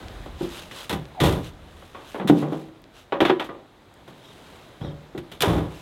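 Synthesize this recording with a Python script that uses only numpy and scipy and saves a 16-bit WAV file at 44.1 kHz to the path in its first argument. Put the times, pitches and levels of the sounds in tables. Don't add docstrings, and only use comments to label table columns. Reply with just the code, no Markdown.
import sys
import numpy as np
from scipy import signal
from scipy.io import wavfile
from scipy.ndimage import uniform_filter1d

SR = 44100
rng = np.random.default_rng(int(sys.argv[2]) if len(sys.argv) > 2 else 0)


def store_wav(level_fs):
    pcm = np.round(np.clip(np.atleast_2d(level_fs), -1, 1) * 32767)
    wavfile.write(sys.argv[1], SR, pcm.T.astype(np.int16))


N = 256288
TIME = np.arange(N) / SR
BAND_CENTRES_HZ = 25 * 2 ** ((np.arange(28) + 0.5) / 3)


def from_db(db):
    return 10 ** (np.asarray(db) / 20)


def unit_rms(x):
    return x / np.sqrt(np.mean(x ** 2) + 1e-20)


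def in_time(rows):
    times, *columns = np.transpose(rows)
    return [np.interp(TIME, times, column) for column in columns]


def at_hz(points, hz):
    frequencies, values = np.transpose(points)
    return np.interp(np.log(hz), np.log(frequencies), values)


def drift(rate_hz):
    knots = rng.standard_normal(16384)
    return np.interp(TIME * rate_hz, np.arange(len(knots)), knots)


def around(x, hz, octaves):
    edges = np.clip([hz / 2 ** octaves, hz * 2 ** octaves], 10, .45 * SR)
    return signal.sosfilt(signal.butter(2, edges, "band", fs=SR, output="sos"), x)


def resonance(x, hz, width_hz):
    r = np.exp(-np.pi * width_hz / SR)
    poles = [1, -2 * r * np.cos(2 * np.pi * hz / SR), r * r]
    return (1 - r * r) / 2 * signal.lfilter([1, 0, -1], poles, x)


def noise_bands():
    white = rng.standard_normal((2, N))
    return [unit_rms(around(white[k % 2], hz, 1 / 6)) for k, hz in enumerate(BAND_CENTRES_HZ)]


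def coloured_noise(density, flicker_db):
    return unit_rms(sum(band * np.sqrt(hz) * from_db(at_hz(density, hz) + flicker_db * drift(25))
                        for hz, band in zip(BAND_CENTRES_HZ, noise_bands())))


# (time [s], relative rumble level [dB], hush level [dB])
BREEZE = [(0.0, -33.5, -41), (0.45, -32, -46), (0.9, -54, -47.5), (2.8, -54, -53), (3.8, -54, -53),
          (4.5, -56, -47.5), (5.81, -50, -51.5)]
# (frequency [Hz], relative spectral density [dB])
RUMBLE_SPECTRUM = [(20, -26), (45, 15), (80, 5), (130, 0), (300, -57.5)]
HUSH_SPECTRUM = [(47, -38), (80, -1), (227, -5), (265, -4), (687, -9), (820, -5), (877, -10.5),
                 (1820, -16.5), (2900, -21.5), (3960, -17.5), (4330, -28.5), (5770, -31.5), (11200, -37.5),
                 (16000, -42)]
def breeze(rumble_gain_db):
    rumble_db, hush_db = in_time(BREEZE)
    rumble = from_db(rumble_db + rumble_gain_db) * coloured_noise(RUMBLE_SPECTRUM, flicker_db=4)
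    hush = from_db(hush_db) * coloured_noise(HUSH_SPECTRUM, flicker_db=1)
    return rumble + hush


# (onset [s], relative level [dB])
CHIRPS = [(4.21, -53), (4.245, -50.5), (4.81, -47), (4.845, -51.5)]
def bird(level_db, note_s, top_hz, pitch_droop, fifth_db, hoarseness, smear_s):
    song = np.zeros(N)
    wobble = 1 + hoarseness * drift(1500)
    for onset, db in CHIRPS:
        along = np.clip(2 * (TIME - onset) / note_s - 1, -1, 1)
        pitch_hz = top_hz * (1 - pitch_droop * along ** 2) * wobble
        phase = 2 * np.pi * np.cumsum(pitch_hz) / SR
        note = np.sin(phase) + from_db(fifth_db) * np.sin(3 / 2 * phase)
        song += from_db(db + level_db) * np.sqrt(1 - along ** 2) * note
    age = TIME[:SR // 10]
    scatter = rng.standard_normal(len(age)) * np.exp(-age / smear_s)
    return signal.fftconvolve(song, scatter / np.linalg.norm(scatter))[:N]


# (frequency [Hz], relative spectral density [dB])
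NYLON_SPECTRUM = [(350, -13), (600, 2), (737, -21.5), (801, -1), (881, -1.5), (1240, 0.5), (2150, -4.5),
                  (3250, 2.5), (4460, -8.5), (5120, -9), (12300, -16), (16000, -26)]
# (centre time [s], Gaussian half width [s], relative level [dB])
STROKES = [(0.043, 0.43, -53.5), (0.432, 0.025, -39.5), (0.568, 0.06, -35.5), (0.795, 0.047, -33.5),
           (1.46, 0.025, -38.5), (1.843, 0.16, -50.5), (2.123, 0.061, -43), (2.398, 0.028, -38),
           (2.566, 0.064, -46.5), (2.991, 0.034, -45.5), (4.44, 0.24, -49.5), (5.79, 0.074, -43.5)]
# (time [s], relative level [dB], centre frequency [Hz])
TICKS = [(0.084, -24, 3500), (0.492, -30, 5000), (1.055, -27, 3000), (2.486, -40, 4500),
         (2.819, -46, 14000), (2.841, -30, 2980), (3.941, -42, 8000)]
def jacket(level_db, grain_db, tick_db):
    swell = sum(from_db(db + level_db) * np.exp(-((TIME - s) / half) ** 2 / 2)
                for s, half, db in STROKES)
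    catches = unit_rms(from_db(grain_db * drift(600)))
    zips = sum(around(from_db(db + tick_db) * (np.arange(N) == int(s * SR)) + 1e-18, hz, 0.58)
               for s, db, hz in TICKS)
    return swell * catches * coloured_noise(NYLON_SPECTRUM, flicker_db=1) + zips


# (time [s], frequency [Hz], level [dB])
SQUEAK = [(1.15, 831, -45), (1.175, 760, -36), (1.195, 673, -30), (1.215, 660, -39)]
def hinge(roughness, third_harmonic_db):
    hz, db = in_time(SQUEAK)
    phase = 2 * np.pi * np.cumsum(hz * (1 + roughness * drift(400))) / SR
    tone = np.sin(phase) + from_db(third_harmonic_db) * np.sin(3 * phase)
    sounding = (TIME > SQUEAK[0][0]) & (TIME < SQUEAK[-1][0])
    return sounding * from_db(db + 3.4 * drift(250)) * tone


# (time [s], relative level [dB], tilt [dB/octave], settling time [s],
# favoured frequency [Hz], panel gain [dB])
LANDINGS = [(0.927, -25.5, -1.5, 0.11, 177, 13), (1.211, -17, -2, 0.133, 143, 9),
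            (1.237, -15, -0.5, 0.43, 192, 9), (4.078, -41, 1, 0.12, 145, 3),
            (4.809, -32.5, -2.3, 0.2, 146, 9), (4.847, -35, -2, 0.23, 577, 17.5),
            (5.473, -17.5, -1.6, 0.64, 173.3, 7.5)]
def body_boom(level_db, hz, t60):
    shake = sum(from_db(db + level_db - 60 * np.abs(TIME - s) / t60) * (TIME >= s)
                for s, db, *_ in LANDINGS)
    low_noise = unit_rms(around(rng.standard_normal(N), hz, 3 / 4))
    return low_noise * uniform_filter1d(shake, SR // 50)


def bounces(count, gap_s, jitter, clatter_t60):
    rows, number = [], np.arange(count)
    for s, db, tilt, settle_s, favoured_hz, panel_db in LANDINGS:
        slip = jitter * rng.uniform(-1, 1, count) * (number > 0)
        delays = gap_s * (number + slip)
        rows += [(s + delay, db - 60 * delay / settle_s, tilt, clatter_t60, favoured_hz, panel_db)
                 for delay in delays if delay < settle_s]
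    return rows


# (time [s], relative level [dB], tilt [dB/octave], nominal clatter t60 [s],
# favoured frequency [Hz], panel gain [dB])
PANEL_KNOCKS = [(0.26, -23, 4.5, 0.092, 405, -7), (0.409, -21, -0.2, 0.33, 358, 11),
                (0.445, -26, 7.5, 0.051, 435, 2), (1.375, -22.5, -0.5, 0.19, 305, -1.5),
                (2.197, -30.5, -2.5, 0.34, 195, 14.5), (2.246, -23.5, 0, 0.3, 192, 16.5),
                (2.297, -10, -6, 0.15, 291, 6.5), (2.323, -13.5, -2, 0.46, 178, 6),
                (2.424, -20.5, 3, 0.81, 147, 18), (2.523, -18, 3.5, 0.31, 315, 5.5),
                (2.685, -43.5, 8.5, 0.047, 332, 12), (5.149, -30.5, 1.6, 0.45, 359, 17.5),
                (5.496, -20.5, 6.8, 1, 166, -8), (5.579, -21.5, 6.3, 0.18, 302, 9.5)]
CATCH_CLACKS = [(0.712, -44.5, 7.5, 0.16, 347, 10.5), (0.903, -26, 1.5, 0.4, 790, -5),
                (1.823, -40, 0.3, 0.14, 350, 0), (1.947, -37, 0.5, 0.75, 1100, 11.5),
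                (2.145, -27, -2, 0.56, 395, 13.5), (2.198, -23.5, -1.5, 0.29, 790, -7),
                (2.297, -8, -3.5, 0.089, 760, 4.5), (2.428, -31.5, -1.5, 0.19, 790, 12),
                (3.123, -16.5, -1.5, 0.3, 589, 10.5), (3.204, -15, 2.2, 0.25, 332, 9.5),
                (3.217, -11.5, -8.5, 0.19, 350, 6.5), (3.251, -19, 3.5, 0.34, 285, 6),
                (3.297, -10.5, 0, 0.15, 368.4, 13.5), (3.397, -22, 3, 0.24, 297, -4),
                (3.49, -28.5, -2, 0.27, 1190, 14.5), (3.548, -36.5, -4, 0.46, 1160, -21),
                (5.431, -14.5, -0.3, 0.35, 410, 12)]
LATCH_SNAPS = [(0.895, -25.5, -0.4, 0.23, 1040, -4), (0.928, -29, 0, 0.17, 790, 11),
               (1.202, -20, -2, 0.54, 433, 10), (1.236, -29.5, 1, 0.62, 730, 16),
               (1.324, -45.5, 3.5, 0.1, 766, 14), (2.275, -27.5, -1.1, 0.31, 183, -1),
               (2.287, -25.5, -1.5, 0.15, 142, -13), (3.205, -40.5, 0.54, 0.3, 1456, 12),
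               (3.441, -40, -1.1, 0.29, 376, 11), (5.177, -32.5, -2.5, 0.15, 350, 10),
               (5.316, -38, -1.3, 0.34, 443, 12), (5.406, -27, 0.86, 0.47, 940, -8),
               (5.421, -19.5, 1.16, 0.068, 463, 5)]
# (frequency [Hz], relative level [dB])
KNOCK_SPECTRUM = [(55, -63), (100, -29.5), (185, 0), (800, -9), (2600, -32), (8000, -56.5)]
CLACK_SPECTRUM = [(100, -34.5), (230, -8), (800, 1.5), (2600, -7), (8000, -40)]
SNAP_SPECTRUM = [(100, -4), (230, -4.5), (800, -3.5), (2600, 3.5), (8000, -7.5)]
LANDING_SPECTRUM = [(40, -7.5), (100, 2), (200, -2), (800, -1.5), (2600, -11), (8000, -25)]
def impacts(pivot_hz):
    landings = bounces(count=6, gap_s=0.028, jitter=0.133, clatter_t60=0.39)
    blows = []
    for rows, colour in [(PANEL_KNOCKS, KNOCK_SPECTRUM), (CATCH_CLACKS, CLACK_SPECTRUM),
                         (LATCH_SNAPS, SNAP_SPECTRUM), (landings, LANDING_SPECTRUM)]:
        for s, db, tilt, t60, favoured_hz, panel_db in rows:
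            spectrum = [(hz, db + colour_db + tilt * np.log2(hz / pivot_hz)) for hz, colour_db in colour]
            blows.append((s, spectrum, t60, favoured_hz, panel_db))
    return blows


# (frequency [Hz], relative band level [dB])
CLATTER_SPECTRUM = [(35, -26), (70, -10), (110, -12.5), (160, -2.5), (225, -12), (330, -7), (600, -8),
                    (1200, -8.5), (2200, -9), (2900, -7), (3600, -5.5), (4900, -12.5), (8000, -4.5),
                    (12500, -3), (15500, -12.5)]
# (frequency [Hz], factor on the nominal clatter t60 [1])
DECAY_FACTORS = [(60, 1.43), (250, 0.96), (800, 0.76), (2600, 0.61), (10000, 0.62)]
def clatter(blows, level_db, crack_db, crack_s, tail_db, tail_t60, rattle_db):
    step = 16
    age, out = TIME[:SR:step], np.zeros(N)
    rattle = from_db(rattle_db * drift(260))
    tail = from_db(tail_db - 60 * age / tail_t60) ** 2
    crack = from_db(crack_db) ** 2 * np.exp(-age / crack_s)
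    for hz, band in zip(BAND_CENTRES_HZ, noise_bands()):
        power = np.zeros(N // step + 2 * len(age))
        for s, spectrum, t60, _, _ in blows:
            start = int(s * SR / step)
            decay = from_db(-60 * age / (t60 * at_hz(DECAY_FACTORS, hz))) ** 2
            power[start:start + len(age)] += from_db(at_hz(spectrum, hz)) ** 2 * (crack + decay + tail)
        envelope = np.repeat(np.sqrt(power), step)[:N]
        window = int(SR / 60) + int(2 * SR / hz)
        local_rms = np.sqrt(np.abs(uniform_filter1d(band ** 2, window)) + 1e-9)
        steady = band / local_rms
        struck = steady * (rattle if hz > 700 else 1) * envelope
        out += from_db(level_db + at_hz(CLATTER_SPECTRUM, hz)) * around(struck, hz, 3 / 4)
    return out


# (frequency [Hz], bandwidth [Hz], gain [dB])
BROAD_RESONANCES = [(3550, 540, 0.5), (5830, 1400, -6), (13150, 1300, -4.5)]
def broad_resonances(x):
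    return x + sum(from_db(db) * resonance(x, hz, width) for hz, width, db in BROAD_RESONANCES)


def damped_mode(impulses, hz, t60):
    r, w = from_db(-60 / (t60 * SR)), 2 * np.pi * hz / SR
    ringing = signal.lfilter([0, np.sin(w)], [1, -2 * r * np.cos(w), r * r], impulses + 1e-18)
    return around(ringing, hz, octaves=1.2 if t60 < .1 else .45)


# (frequency [Hz], relative level [dB], t60 [s])
PANEL_MODES = [(72, -19, 0.8), (150, -1.5, 0.55), (162.6, 1.5, 0.23), (192, -5, 0.16), (251.8, -3, 0.38),
               (294.2, -3, 0.41), (309, 5.5, 0.066), (320.6, -3.5, 0.49), (344, -2, 0.36),
               (370.6, -3.5, 0.21), (411.5, -3.5, 0.16), (463.7, -10.5, 0.44), (534, -12.5, 0.17),
               (563, -14, 0.57), (630, 9.5, 0.019), (731, 0.5, 0.061), (790, -9, 0.18), (989, -5, 0.25),
               (1100, -6.5, 0.19), (1198, -9, 0.22), (1456, 4.5, 0.071), (1690, -5, 0.14), (1870, -32, 0.3),
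               (1960, 8, 0.038), (2210, -5, 0.049), (2970, -12, .18), (3170, -22, .22), (3370, -25, 0.31),
               (3570, -50, .2), (4440, -18, 0.22), (4200, -31, 0.22)]
def panels(blows, level_db, focus_db, focus_octaves, spread_db):
    out = np.zeros(N)
    variations = spread_db * rng.standard_normal((len(blows), len(PANEL_MODES)))
    for (hz, mode_db, t60), variation in zip(PANEL_MODES, variations.T):
        impulses = np.zeros(N)
        for (s, spectrum, _, favoured_hz, panel_db), chance_db in zip(blows, variation):
            nearness = np.exp(-(np.log2(hz / favoured_hz) / focus_octaves) ** 2)
            drive_db = panel_db + at_hz(spectrum, hz) + focus_db * nearness + chance_db
            impulses[int(s * SR)] += from_db(level_db + mode_db + drive_db)
        out += damped_mode(impulses, hz, t60)
    return out


def hollow_gate(x, width_hz, gain_db):
    pitches = [hz for hz, _, t60 in PANEL_MODES if hz > 275 and t60 > .1]
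    return x + from_db(gain_db) * sum(resonance(x, hz, width_hz) for hz in pitches)


def tailgate():
    blows = impacts(pivot_hz=463)
    loose = clatter(blows, level_db=-4.5, crack_db=-6, crack_s=0.0027,
                    tail_db=-21.5, tail_t60=0.56, rattle_db=1.5)
    loose = hollow_gate(broad_resonances(loose), width_hz=18.6, gain_db=-4.5)
    steel = panels(blows, level_db=-23, focus_db=17.5, focus_octaves=0.13, spread_db=1)
    return loose + steel + body_boom(level_db=-29.5, hz=57, t60=2.66)


def scene():
    gate = tailgate()
    swish = jacket(level_db=-5.5, grain_db=2.5, tick_db=11.5)
    wind = breeze(rumble_gain_db=-8.5)
    chirps = bird(level_db=2.5, note_s=0.08, top_hz=3730, pitch_droop=0.17,
                  fifth_db=-16.5, hoarseness=0.036, smear_s=0.0042)
    squeak = hinge(roughness=0.12, third_harmonic_db=-24)
    return (wind + chirps + swish + squeak + gate)[None]


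def record(dry):
    cutoff_hz = 16200
    clipped = np.clip(dry, -1, 1)
    return signal.sosfilt(signal.ellip(10, .2, 80, cutoff_hz, fs=SR, output="sos"), clipped)


dry = scene()
out = record(dry)
store_wav(out)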